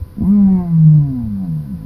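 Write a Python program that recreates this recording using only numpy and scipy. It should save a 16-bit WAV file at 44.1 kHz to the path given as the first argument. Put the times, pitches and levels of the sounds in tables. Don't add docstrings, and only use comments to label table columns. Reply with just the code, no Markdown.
import sys
import numpy as np
from scipy import signal
from scipy.fft import rfft, irfft, next_fast_len
from scipy.io import wavfile

SR = 44100
rng = np.random.default_rng(int(sys.argv[2]) if len(sys.argv) > 2 else 0)


def inscribe(sig):
    pcm = np.round(np.clip(np.atleast_2d(sig).T, -1, 1) * 32767)
    wavfile.write(sys.argv[1], SR, pcm.astype(np.int16))


N = 81585
TIME = np.arange(N) / SR


def from_db(db):
    return 10 ** (np.asarray(db) / 20)


def unit_rms(x):
    return x / np.sqrt(np.mean(x ** 2) + 1e-20)


def in_time(rows):
    return np.interp(TIME, *np.transpose(rows))


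def at_hz(spectrum, hz):
    freqs, db = np.transpose(spectrum)
    return np.interp(np.log(hz + 1), np.log(freqs), db)


def drift(rate_hz):
    step, settle = 40, 2000
    pole = np.exp(-2 * np.pi * step * rate_hz / SR)
    white = rng.standard_normal(N // step + settle + 2)
    slow = signal.lfilter([1], [1, -2 * pole, pole * pole], white)[settle:]
    return np.interp(np.arange(N) / step, np.arange(len(slow)), unit_rms(slow))


def noise(spectrum):
    size = next_fast_len(N, True)
    hz = np.fft.rfftfreq(size, 1 / SR)
    gain = from_db(at_hz(spectrum, hz)) / np.maximum(1, hz / spectrum[-1][0]) ** 2
    return unit_rms(irfft(rfft(rng.standard_normal(size)) * gain, size)[:N])


# frequency in Hz, relative spectral density in dB.
WIND_SPECTRUM = [(20, -3), (40, -9.5), (65, 1), (100, -1.5), (150, -7.5), (230, -13), (320, -23),
                 (500, -36)]
# time in seconds, level in dB.
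WIND_ENVELOPE = [(0, -36.5), (.15, -35.5), (.25, -32.5), (.42, -31.5), (.62, -28), (.76, -37), (.93, -35),
                 (1.08, -34.5), (1.24, -30), (1.38, -35), (1.6, -37.5), (1.85, -46)]


def wind():
    return from_db(in_time(WIND_ENVELOPE) + 2.1 * drift(16)) * noise(WIND_SPECTRUM)


# frequency in Hz, relative spectral density in dB.
AIR_SPECTRUM = [(100, 5), (300, 3.5), (500, -2), (750, -9), (1000, -5), (1250, -9.5), (1600, -12),
                (2200, -16), (3200, -21), (4800, -16), (5600, -24), (6400, -29.5), (7200, -43)]


def open_air(level_db=-49):
    return from_db(level_db) * noise(AIR_SPECTRUM)


# frequency in Hz, relative spectral density in dB.
HISS_SPECTRUM = [(8500, -27.5), (9200, -5), (9600, 3.5), (10600, -4), (11800, 4.5), (13000, 1),
                 (14000, -3.5)]
# time in seconds, level in dB.
HISS_ENVELOPE = [(0, -58.5), (.22, -61), (.27, -54), (.33, -61.5), (.42, -64.5), (.6, -61), (.72, -61.5),
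                 (.93, -71), (1.1, -61.5), (1.45, -61.5), (1.6, -58.5), (1.85, -60)]


def hiss():
    return from_db(in_time(HISS_ENVELOPE)) * noise(HISS_SPECTRUM)


# harmonic number, level in dB.
HUM_HARMONICS = [(1, -55), (2, -60), (3, -69)]


def machine(hum_hz=502.2, waver=.004):
    phase = 2 * np.pi * np.cumsum(hum_hz * (1 + waver * drift(20))) / SR
    return sum(from_db(db + 1.2 * drift(6.2)) * np.sqrt(2) * np.sin(k * phase)
               for k, db in HUM_HARMONICS)


# centre time in seconds, peak level in dB, frequency in Hz.
THUMP_PULSES = [(0.026, -14.5, 79), (0.236, -13.5, 75), (1.244, -21.5, 79), (1.756, -23, 72.2)]


def thumps(width_s=0.0083):
    sound = np.zeros(N)
    for centre, db, hz in THUMP_PULSES:
        window = np.exp(-.5 * ((TIME - centre) / width_s) ** 2)
        sound -= from_db(db) * window * np.cos(2 * np.pi * hz * (TIME - centre))
    return sound


def ring(impulses, hz, t60):
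    decay = from_db(-60 / (t60 * SR))
    angle = 2 * np.pi * hz / SR
    feedback = [1, -2 * decay * np.cos(angle), decay * decay]
    return signal.lfilter([0, np.sin(angle)], feedback, impulses + 1e-18)


# start in seconds, relative level in dB.
FLAP_PULSES = [(.168, -24.5), (.183, -15.5), (.207, -11.5), (.220, -8), (0.237, -11)]
# frequency in Hz, gain in dB, time to fall 60 dB in seconds.
NECK_RESONANCES = [(207, 1, 0.11), (241, -15.5, 0.0623), (480, -32, 0.044), (682, -21, 0.061),
                   (1007, -22.5, 0.055)]


def flaps(cutoff_hz=471):
    impulses = np.zeros(N)
    for start, db in FLAP_PULSES:
        impulses[int(start * SR)] = from_db(db)
    ringing = sum(from_db(db) * ring(impulses, hz, t60) for hz, db, t60 in NECK_RESONANCES)
    return signal.sosfilt(signal.butter(2, cutoff_hz, fs=SR, output="sos"), ringing)


# time in seconds, fundamental frequency in Hz.
VOICE_PITCH = [(0.24, 157.2), (0.284, 190.6), (0.298, 196.7), (0.32, 203.9), (0.352, 207.2), (0.41, 200.8),
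               (0.742, 164.1), (0.84, 157.6), (0.898, 153.6), (0.962, 151.8), (1.064, 139.7), (1.18, 122.4),
               (1.32, 101.7), (1.388, 96.7), (1.422, 94.68), (1.49, 82.76), (1.566, 77.3), (1.684, 66.6),
               (1.804, 52.85), (1.85, 50.4)]
# time in seconds, level in dB.
FUNDAMENTAL_ENVELOPE = [(.22, -62.5), (.245, -19), (.275, -12), (.305, -7), (.35, -9.5), (.45, -7.5),
                        (.49, -10), (.55, -9.7), (.6, -16.5), (.635, -22), (.675, -19.5), (.75, -10),
                        (.89, -4.5), (.98, -7.5), (1.04, -13), (1.075, -20.5), (1.1, -18.5), (1.14, -28),
                        (1.26, -25), (1.38, -30), (1.45, -40), (1.85, -36.5)]
# time in seconds, level in dB.
SECOND_ENVELOPE = [(.22, -40), (.275, -35.5), (.3, -41.5), (.34, -34.5), (.41, -39.5), (.465, -46),
                   (.51, -33), (.6, -32.5), (.68, -39.5), (.79, -50.5), (.9, -37), (.99, -32), (1.06, -29),
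                   (1.13, -20), (1.19, -20), (1.26, -23.5), (1.32, -21), (1.44, -19), (1.465, -26),
                   (1.485, -18.5), (1.56, -18), (1.62, -25), (1.69, -31.5), (1.76, -42.5), (1.85, -34)]
# time in seconds, level in dB before colouring.
OVERTONE_DRIVE = [(.2, -63.5), (.26, -41.5), (.35, -42), (.48, -40.5), (.6, -40.5), (.66, -42.5),
                  (.73, -45.5), (.9, -48.5), (1.04, -51), (1.12, -52.5), (1.25, -54.5), (1.34, -64),
                  (1.44, -54), (1.52, -63), (1.7, -65), (1.78, -72), (1.85, -68)]
# frequency in Hz, gain in dB.
NECK_RESPONSE = [(100, 8), (160, 36), (205, 33), (265, 25), (310, 7), (370, -2.5), (470, -12.5),
                 (590, -5.5), (660, -4), (715, 1), (790, -6.5), (880, -11.5), (990, -5.5), (1100, -17.5),
                 (1200, -15), (1350, -25.5), (1600, -20.5), (1750, -31.5), (2020, -23), (2500, -38.5)]
# frequency in Hz, relative spectral density in dB.
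RASP_SPECTRUM = [(100, 1), (230, -1.5), (380, 6), (700, 3.5), (1000, 1.5), (1400, -19.5), (2000, -10),
                 (2800, -22), (5000, -27)]


def boom(start_s=.2, attack_s=0.0287, creak_from_s=1.4, creak_full_s=1.825, waver_db=4.5, rasp_db=-14):
    creak = np.clip((TIME - creak_from_s) / (creak_full_s - creak_from_s), 0, 1)
    jitter = .004 + 0.034 * creak
    shimmer_db = 0.5341 + 0.5 * creak
    hz = in_time(VOICE_PITCH) * (1 + jitter * drift(32))
    phase = 2 * np.pi * np.cumsum(hz) / SR
    tone = from_db(in_time(FUNDAMENTAL_ENVELOPE)) * np.cos(phase)
    tone += from_db(in_time(SECOND_ENVELOPE)) * np.cos(2 * phase)
    drive = from_db(in_time(OVERTONE_DRIVE))
    for k in range(3, 17):
        neck_gain = from_db(at_hz(NECK_RESPONSE, k * hz) + waver_db * drift(6.2))
        tone += drive * neck_gain * np.cos(k * phase + rng.uniform(0, 2 * np.pi))
    rasp = drive * from_db(rasp_db) * noise(RASP_SPECTRUM) * (1 + np.cos(phase))
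    onset = np.clip((TIME - start_s) / attack_s, 0, 1)
    return onset * from_db(shimmer_db * drift(30)) * (np.sqrt(2) * tone + rasp)


def scene():
    return (boom() + flaps() + thumps() + machine() + wind() + open_air() + hiss())[None]


def record(dry, cutoff_hz=14200):
    return signal.sosfilt(signal.ellip(10, .2, 80, cutoff_hz, fs=SR, output="sos"), dry)


dry = scene()
out = record(dry)
inscribe(out)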